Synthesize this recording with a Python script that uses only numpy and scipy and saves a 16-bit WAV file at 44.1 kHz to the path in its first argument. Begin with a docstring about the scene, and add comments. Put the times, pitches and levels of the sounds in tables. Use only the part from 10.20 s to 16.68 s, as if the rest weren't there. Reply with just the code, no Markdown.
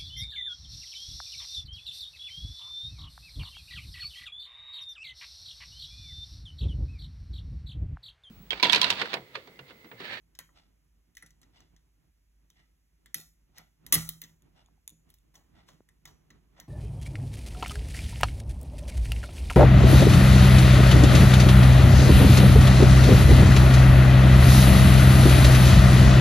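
"""Still air with a wavering hum and a faint rub of hands, then the ticks and snaps of a lock being picked.
A steel pick works the pins of a lock cylinder held in a bench vise, close below the microphone in a small room.
Noise bursts ring the modes of lock and blade; once the plug gives way with a loud, rattling clack that sets
the bench modes swinging. Scrapes, rattles and taps of the blade are gritty noise or impacts in such modes too.
Soft knocks are filtered pushes; a noisy, gritty whirr comes once a second, likely a wall clock."""
import sys
import numpy as np
from scipy import signal
from scipy.fft import rfft, irfft
from scipy.io import wavfile

SR = 44100
rng = np.random.default_rng(int(sys.argv[2]) if len(sys.argv) > 2 else 0)


def generate_wav(sig):
    """Save sig (samples, or channels by samples) to the path in sys.argv[1] as 16-bit PCM at SR."""
    pcm = np.round(np.clip(np.atleast_2d(sig).T, -1, 1) * 32767).astype(np.int16)
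    wavfile.write(sys.argv[1], SR, pcm)


N = 285768
TIME, FREQS = np.arange(N) / SR, np.fft.rfftfreq(N, 1 / SR)
CLICK_SIZE, SCRAPE_SIZE = 2048, 8192  # samples

# Resonances of the lock body. Each row: frequency in Hz, width in Hz, level in dB.
LOCK_MODES = [(1347.5, 120, -7), (1940, 233, 4), (1947, 110, 1), (3010, 260, -6.5), (3630, 540, -3),
              (4130, 390, -0.5), (5320, 130, 3), (6076, 320, 5.5), (6800, 200, -4.5), (7345, 120, -3),
              (8080, 660, -7.5), (10000, 390, 1.5), (10515, 150, 4), (11330, 150, 1), (12040, 320, 7),
              (13120, 760, 0.5), (15700, 840, -2.5), (14300, 420, -5)]


def from_db(db):
    """Decibels to gain."""
    return 10 ** (np.asarray(db) / 20)


def at_hz(points, hz):
    """Read a table of (Hz, value) on a log-frequency axis."""
    table_hz, values = np.array(points).T
    return np.interp(np.log(hz + 1), np.log(table_hz), values)


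def add(track, s, sound):
    """Mix a sound in at a time in seconds."""
    start = max(round(s * SR), 0)
    track[start:start + len(sound)] += sound[:N - start]


def diffuse(size):
    """Spectra of white noise from all around, as the two microphone ports hear it."""
    # How alike diffuse sound is at the two ports. Each row: frequency in Hz, correlation from -1 to 1.
    likeness = [(60, 1), (250, 0.4), (520, -.2), (1000, .4), (2000, 0.1), (3500, 0.5), (5000, .93),
                (15000, .88)]
    alike = np.clip(at_hz(likeness, np.fft.rfftfreq(size, 1 / SR)), -1, 1)
    mid, side = rfft(rng.standard_normal((2, size)))
    return np.sqrt((1 + alike) / 2) * mid + np.sqrt((1 - alike) / 2) * side * [[1], [-1]]


def coloured_noise(colour):
    """Stereo noise of a given spectrum, rms 1."""
    noise = irfft(diffuse(N) * from_db(at_hz(colour, FREQS)), N)
    return noise / noise.std()


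def uneven(size, depth_db, step_s):
    """A gain that wanders in straight lines between random levels, one per step; rms 1."""
    steps = np.arange(size) / SR / max(step_s, .001)
    levels_db = depth_db * np.interp(steps, np.arange(size), rng.standard_normal(size))
    gain = from_db(levels_db)
    return gain / np.sqrt(np.mean(gain ** 2))


def resonate(impacts, modes, crack_db, scatter_db, detune=0.0091):
    """Impacts ring a set of modes, a little differently each time, and are heard bare as well."""
    sound = from_db(crack_db) * impacts
    for hz, width, db in modes:
        r = np.exp(-np.pi * width / SR)  # pole radius: a wider mode dies sooner
        hz = hz * (1 + detune * rng.uniform(-1.0, 1))
        feedback = [1, -2 * r * np.cos(2 * np.pi * hz / SR), r * r]
        ringing = signal.lfilter([(1 - r * r) / 2, 0, (r * r - 1) / 2], feedback, impacts + 1e-18)
        sound = sound + from_db(db + scatter_db * rng.standard_normal()) * ringing
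    return sound


def contact(length_ms, modes, crack_db, scatter_db, grit_db):
    """Metal slips on metal: a dying burst of tiny impacts rings the modes; energy of 1 ms at full scale."""
    ms = np.arange(CLICK_SIZE) * 1000 / SR
    age = ms / max(length_ms, .5)
    impacts = rng.standard_normal(CLICK_SIZE) * from_db(grit_db * rng.standard_normal(CLICK_SIZE))
    impacts *= (1 - np.exp(-age * 6.6)) * np.exp(-age * 1.1)
    sound = resonate(impacts, modes, crack_db, scatter_db)
    return sound * np.sqrt(SR / 1000 / np.sum(sound ** 2))


def tinted(sound, colour):
    """Give a short sound a broad tone colour, with minimum phase so that nothing comes early."""
    size = len(sound)
    gain = from_db(at_hz(colour, np.fft.rfftfreq(size, 1 / SR)))
    cepstrum = irfft(np.log(gain))
    # folding the cepstrum onto positive times gives the minimum phase
    cepstrum[1:size // 2] *= 2
    cepstrum[size // 2 + 1:] = 0
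    return irfft(rfft(sound) * np.exp(rfft(cepstrum)))


def background(air_db=-73, hum_hz=51, hum_db=-69.5):
    """Still air and hiss are shaped noise; the low hum is a sine whose level wavers slowly."""
    # Spectrum of room air and microphone hiss. Each row: frequency in Hz, level in dB.
    air = [(20, -12), (45, 3.5), (70, -1.5), (110, -9), (250, -22), (500, -27), (1000, -32.5),
           (2000, -25.5), (4000, -33), (6300, -28.5), (8000, -33.5), (12000, -30.5), (14500, -34.5),
           (16000, -43)]
    waver = coloured_noise([(1, 0), (5, 0), (20, -40), (100, -120)])[0]
    hum = np.sqrt(2) * from_db(hum_db + 1.6 * waver) * np.sin(2 * np.pi * hum_hz * TIME)
    return hum + from_db(air_db) * coloured_noise(air)


def hands():
    """Skin shifting on the vise in small uneven moves rumbles through the bench."""
    # How strongly the hands rub, joined by straight lines. Each row: time in seconds, level in dB.
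    handling = [(0.0, -75), (0.379, -71), (0.72, -76), (0.97, -75.5), (1.19, -70), (1.39, -65), (1.5, -72),
                (1.84, -78), (2.09, -78.5), (2.42, -72), (2.67, -78), (2.87, -74.5), (3.121, -76),
                (3.3, -69.5), (3.542, -75), (3.742, -48), (3.86, -60), (3.92, -71), (4.059, -72.5),
                (4.31, -65), (4.53, -72), (4.67, -74), (5.2, -69), (5.45, -65), (5.65, -72), (5.9, -63),
                (6.04, -64.5), (6.169, -70), (6.48, -61.5)]
    # Spectrum of the rumble. Each row: frequency in Hz, level in dB.
    hand_colour = [(40, -9), (75, 0), (120, -3.5), (160, 5), (200, -6), (320, -5.5), (500, -17.5),
                   (1000, -20.5), (3000, -29), (12000, -53)]
    s, db = np.transpose(handling)
    effort = from_db(np.interp(TIME, s, db))
    return effort * uneven(N, depth_db=3.5, step_s=0.044) * coloured_noise(hand_colour)


def pins(crack_db, scatter_db, hard_crack_db=14.5):
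    """Each pin snaps at its own depth and so has its own colour; harder snaps crack more and ring less."""
    # Snaps of pins and plug. Each row: start in seconds, level in dB before a 3 dB cut, length of the
    # contact in ms, then colour in dB against the middle band at 1, 2, 10 and 14 kHz.
    pin_clicks = [(0.1509, -42, 2.7, -5, 0, -15, -16), (0.1887, -29, 2.1, 2, 2, 4.5, -7.5),
                  (0.2909, -66, 1.9, 26.5, 16, -19, -7), (0.951, -46.5, 3.3, -23, -12, 9, -14),
                  (0.9686, -33.5, 2.3, -17, 5, -7, -6), (0.9786, -46, 2.4, 0, 0, -1.5, -12),
                  (1.0237, -41, 3.9, 3.5, 11.5, 4, -12), (1.0612, -42, 5.6, -16, -2, 0, -18),
                  (1.1056, -47.5, 2.7, -24, -3, -4, -11), (1.215, -46.5, 3.3, -2, -3, 2.5, -22),
                  (1.23, -47, 4.8, -9, 2, -16, -16), (1.404, -44, 2.4, 5.5, -8, -11, -17),
                  (1.5628, -49, 2.9, -10, 0, -14.5, -17), (2.3014, -46, 1.4, -9, -11, -5, -8),
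                  (2.8588, -40.5, 2, -6, 11, -5, -11), (2.9438, -18, 2.5, -13.5, 0.5, 4.5, -1.5),
                  (3.3825, -39, 1.3, -2, 6, 2, 1.5), (3.6645, -33.5, 1.9, -11, 1.5, 6, -4),
                  (3.7233, -4, 6.2, -7, -4, 5, -1), (3.73, -18, 9.6, -9, 1, 3, 5),
                  (3.7387, -7, 8.3, -11, -9, 7, 0), (3.752, -16.5, 1.9, -28, 8.5, 14, -7),
                  (3.8897, -23.5, 2.9, -31, -6, 5.5, 7), (4.016, -30.5, 3, -13.5, 2, 0.5, 3.5),
                  (4.037, -33, 4.7, -18.5, -8.5, -14.5, -7), (4.044, -44, 1.9, -6.5, 8, -8, -9.5),
                  (4.094, -52.5, 2.2, -4.5, -5.5, -1, -16), (4.9013, -49.5, 2.16, -5.5, -8, 5, 2.5),
                  (4.9398, -49.5, 2.5, -12, -10.5, 0.5, 4), (5.153, -38.5, 7, -0.5, -8.5, -9.5, -10.5),
                  (5.4875, -39.5, 2.2, 12.5, -3, -10.5, -24.5), (5.688, -51, 3, -4, 4, 6, -14),
                  (5.854, -32, 3.1, -0.5, -2, -5.5, -10.5), (5.872, -41, 11, 13, 0.5, -14, -5),
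                  (6.1033, -42, 4.7, 3, 9, -18, -12), (6.4, -34.5, 2.4, -1.5, -4, -3, 0),
                  (6.409, -49.5, 8.7, 7, 12, -17, -26)]
    # Corner frequencies of the click colours, in Hz.
    colour_hz = [1000, 2000, 3000, 7000, 10000, 14000]
    out = np.zeros(N)
    for s, db, length_ms, low, body, bright, top in pin_clicks:
        hardness = min(from_db(db), 1)
        click = contact(length_ms, LOCK_MODES, crack_db + hard_crack_db * hardness, scatter_db, grit_db=3.5)
        colour = list(zip(colour_hz, (low, body, 0, 0, bright, top)))
        add(out, s, from_db(db - 3.0) * tinted(click, colour))
    return out


def steel(clicks, ring_db=-52):
    """Every sound of the lock leaves a thin, faint ring in the steel of lock and vise."""
    # Long steel modes. Each row: frequency in Hz, level in dB, time to fall 60 dB in seconds.
    steel_ring = [(1405, 2.5, 0.33), (1777, -7, .26), (1980, -10.5, 0.26), (3150, 2, .3), (3940, -2, 0.23),
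                  (5790, 0, 0.36), (6640, -1.5, 0.2), (7000, -1, 0.31), (9772, 0, 0.12), (11500, 2, .2),
                  (11468, 0.5, 0.32), (14700, -2, .2)]
    t = TIME[:SR]
    ring = sum(from_db(db - 60 * t / t60) * np.sin(2 * np.pi * hz * t) for hz, db, t60 in steel_ring)
    return from_db(ring_db) * signal.fftconvolve(clicks, ring)[:N]


def room(x, early_db=-13, early_t60=0.022, gap_s=0.0066, fade_s=0.22):
    """Bench clutter scatters sound at once; walls add an uneven tail, dying band by band, ever faster."""
    # Tail of the small room. Each row: band centre in Hz, time to fall 60 dB in seconds, level in dB.
    bands = [(150, 0.55, -1.5), (503, 0.22, -4.5), (970, 0.24, -1), (1980, 0.29, -7), (4040, 0.22, -9.5),
             (7000, 0.49, -10.5), (10510, 0.55, -17.5), (15000, 0.5, -17)]
    t, hz, noise = TIME[:SR], np.fft.rfftfreq(SR, 1 / SR), diffuse(SR)
    arrival = (1 - np.exp(-(t / gap_s) ** 2)) * np.exp(-(t / fade_s) ** 2)
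    arrival *= uneven(SR, depth_db=-0.5, step_s=0.0036)

    def dying(t60):
        """A decay of unit energy."""
        shape = arrival * from_db(-60 * t / t60)
        return shape / np.sqrt(np.sum(shape ** 2))

    response = from_db(early_db) * dying(early_t60) * irfft(noise, SR)
    for k, (_, t60, db) in enumerate(bands):
        # each band fades into its neighbours
        share = at_hz([(row[0], j == k) for j, row in enumerate(bands)], hz)
        response += from_db(db) * dying(t60) * irfft(noise * share, SR)
    return signal.fftconvolve(x[None], response, axes=1)[:, :N]


def bench(swell_s=0.0059):
    """Jolts set the low modes of bench and vise swinging; they take a moment to build."""
    # Jolts through the vise into the bench. Each row: time in seconds, level in dB.
    jolts = [(0.194, -61.5), (1.027, -58), (2.945, -50.5), (3.383, -59.5), (3.726, -35.5), (3.751, -32),
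             (3.886, -57), (4.028, -53.5), (4.71, -57.5), (5.855, -67), (6.103, -58), (6.403, -58.5)]
    # Low modes of bench and vise. Each row: frequency in Hz, level in dB, time to fall 60 dB in seconds.
    bench_modes = [(45.3, -18.5, 0.69), (80.5, -14, .38), (117.9, -10, .35), (161.4, -1.5, 0.47),
                   (219.6, -5.5, 0.24), (299, -2.5, 0.14), (387.4, -13, .14), (443.4, -9.5, 0.094),
                   (531, -17, 0.17), (693, -18.5, 0.098)]
    pushes, t = np.zeros(N), TIME[:SR]
    for s, db in jolts:
        add(pushes, s, from_db([db]))
    swing = sum(from_db(db - 60 * t / t60) * np.sin(2 * np.pi * hz * t) for hz, db, t60 in bench_modes)
    return signal.fftconvolve(pushes, swing * (1 - np.exp(-t / swell_s)))[:N]


def rattles(bounces_per_s=170):
    """Loose pins and springs bounce on at uneven moments after a hard snap, ever more weakly."""
    # Bouts of rattling. 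Each row: start in seconds, level in dB, fade in seconds.
    bouts = [(0.199, -59, 0.018), (0.984, -76, 0.045), (2.965, -48.5, 0.04), (3.764, -45.5, 0.094),
             (4.024, -56, 0.025), (5.881, -67.5, .028)]
    out, t = np.zeros(N), TIME[:SCRAPE_SIZE]
    for s, db, fade_s in bouts:
        moments = rng.random(len(t)) < bounces_per_s / SR
        bounces = moments * from_db(3.5 * rng.standard_normal(len(t)))
        tick = contact(2.5, LOCK_MODES, crack_db=-2.0, scatter_db=4.5, grit_db=-3.0)
        chatter = signal.fftconvolve(bounces, tick)[:len(t)]
        add(out, s, from_db(db) * np.exp(-t / fade_s) * chatter / (chatter.std() + 1e-12))
    return out


def clock(rise_s=0.016, hold_s=0.025, t60=0.33, lead_s=.06):
    """Once a second the gears step on: a short, gritty whirr in a thin case, dying away in the room."""
    # Steps of the clock. Each row: time in seconds, level in dB, brightness from 3 kHz up in dB.
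    beats = [(.366, -65, 6.5), (1.36, -63.5, 6), (2.37, -67.5, 3), (3.37, -62.5, -2), (4.37, -66.5, -0.5),
             (5.367, -63, -1), (6.37, -63.5, -4)]
    # Resonances of its case. Each row: frequency in Hz, width in Hz, level in dB.
    case_modes = [(700, 300, 10), (1310, 130, 8), (1950, 130, 9.5), (2870, 130, 5), (3430, 200, 4.5),
                  (4000, 130, 1.5), (4700, 260, -3.5), (5400, 150, 7), (7900, 290, 4.5)]
    # Broad colour of the whirr. Each row: frequency in Hz, level in dB.
    clock_colour = [(300, -10), (700, 0.5), (1500, 0), (3000, 1), (5000, -3), (7000, -10), (9000, -17),
                    (15000, -24)]
    out, t = np.zeros((2, N)), TIME[:2 * SCRAPE_SIZE] - lead_s  # the lead leaves time to swell
    shape = np.exp(np.minimum(t, 0) / rise_s) * from_db(-60 * np.maximum(t - hold_s, 0) / t60)
    for s, db, bright in beats:
        case = resonate(signal.unit_impulse(len(t)), case_modes, crack_db=-4, scatter_db=2.5)
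        case = tinted(tinted(case, clock_colour), [(1200, 0.025), (3000, bright)])
        teeth = irfft(diffuse(len(t))) * shape * uneven(len(t), depth_db=3, step_s=0.0038)
        whirr = signal.fftconvolve(teeth, case[None], axes=1) / np.linalg.norm(case)
        for port, sound in zip(out, whirr):
            add(port, s - lead_s, from_db(db) * sound)
    return out


def knocks():
    """Dull knocks, perhaps knuckles on the vise: each is one push, with neither treble nor deep bass."""
    # Soft contacts. Each row: time in seconds, peak level in dB, lowest and highest frequency in Hz.
    thuds = [(2.994, -52, 220, 403), (4.486, -60.5, 700, 1160), (4.577, -70, 716, 855),
             (5.6059, -46.5, 93.4, 436), (6.391, -49.5, 544, 768.5)]
    out = np.zeros(N)
    for s, db, low_hz, high_hz in thuds:
        band = signal.butter(2, [low_hz, max(high_hz, low_hz + 50)], "band", fs=SR, output="sos")
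        thud = signal.sosfilt(band, signal.unit_impulse(CLICK_SIZE))
        add(out, s, from_db(db) * thud / np.abs(thud).max())
    return out


def scrapes():
    """The tip sticks and slips across a pin: a gritty swell in the lock body."""
    # Drags of the pick. Each row: start in seconds, level at the height of the swell in dB, swell in
    # seconds, fade in seconds, then colour in dB against the middle band at 700 Hz and 11 kHz.
    drags = [(3.345, -54.5, 0.037, 0.0086, -4.5, -19.5), (4.869, -73.5, 0.025, .06, -8.5, -3.5),
             (5.136, -64, 0.0063, 0.05, 12, -2), (5.45, -63, 0.035, 0.04, 1, -9),
             (6.367, -62.5, 0.011, 0.023, 8, -24)]
    out, t = np.zeros(N), TIME[:SCRAPE_SIZE]
    for s, db, swell_s, fade_s, low, bright in drags:
        slips = rng.standard_normal(len(t)) * uneven(len(t), depth_db=3.5, step_s=0.0027)
        rub = resonate(slips, LOCK_MODES, crack_db=5.0, scatter_db=-2.0)
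        rub = tinted(rub, [(700, low), (2500, 0), (6000, 0), (11000, bright)])
        shape = np.minimum(t / swell_s, 1) ** 2 * np.exp(-np.maximum(t - swell_s, 0) / fade_s)
        add(out, s, from_db(db) * shape * rub / rub.std())
    return out


def pick():
    """The thin blade taps the keyway and rings briefly with a few bending modes, damped by the fingers."""
    # Taps on the keyway. Each row: time in seconds, level in dB, brightness from 12 kHz up in dB.
    taps = [(4.2211, -61, 6), (4.4603, -57, -12), (4.6771, -31.5, -1), (4.6935, -47, 4), (4.702, -52, 9.5),
            (4.985, -63, 0)]
    # Bending modes of the blade. Each row: frequency in Hz, width in Hz, level in dB.
    blade_modes = [(3635, 360, 15), (6850, 560, 16), (8600, 700, 13), (11140, 730, 11.5),
                   (14310, 1320, -10.5)]
    out = np.zeros(N)
    for s, db, bright in taps:
        tap = contact(1.4, blade_modes, crack_db=-15, scatter_db=2.0, grit_db=0.0)
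        add(out, s, from_db(db) * tinted(tap, [(7000, 0.0037), (12000, bright)]))
    return out


def scene():
    """The lock lies close below the microphone; the bench is a little louder on the right."""
    friction, blade = scrapes() + rattles(), pick()
    lock = pins(crack_db=-15.5, scatter_db=2.5) + friction
    # the room gets the lock's sound from all sides, where the modes even out
    all_round = pins(crack_db=1.0, scatter_db=-2.0) + friction
    metal = lock + steel(lock) + blade + room(all_round + from_db(-4.5) * blade)
    lows = (bench() + hands()) * from_db([[-1.7], [1.7]])  # left, right
    return metal + lows + knocks() + clock() + background() * from_db([[-.6], [.6]])


def record(dry, low_cut_hz=33, cutoff_hz=16000):
    """The right port hears everything a little later; the deepest bass and the top are cut."""
    # Phase by which the left port leads. Each row: frequency in Hz, lead in half turns.
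    port_phase = [(0, 0), (500, 0), (2000, .28), (3500, .52), (4700, 1), (6900, 2), (9000, 3), (11100, 4),
                  (13200, 5), (15000, 6), (22050, 6)]
    lag = np.pi * np.interp(FREQS, *np.transpose(port_phase))
    right = irfft(rfft(dry[1]) * np.exp(-1j * lag), N)
    ports = np.array([dry[0], right])
    ports = signal.sosfilt(signal.butter(4, low_cut_hz, "high", fs=SR, output="sos"), ports)
    return signal.sosfilt(signal.ellip(10, .2, 80, cutoff_hz, fs=SR, output="sos"), ports)


dry = scene()
out = record(dry)
generate_wav(out)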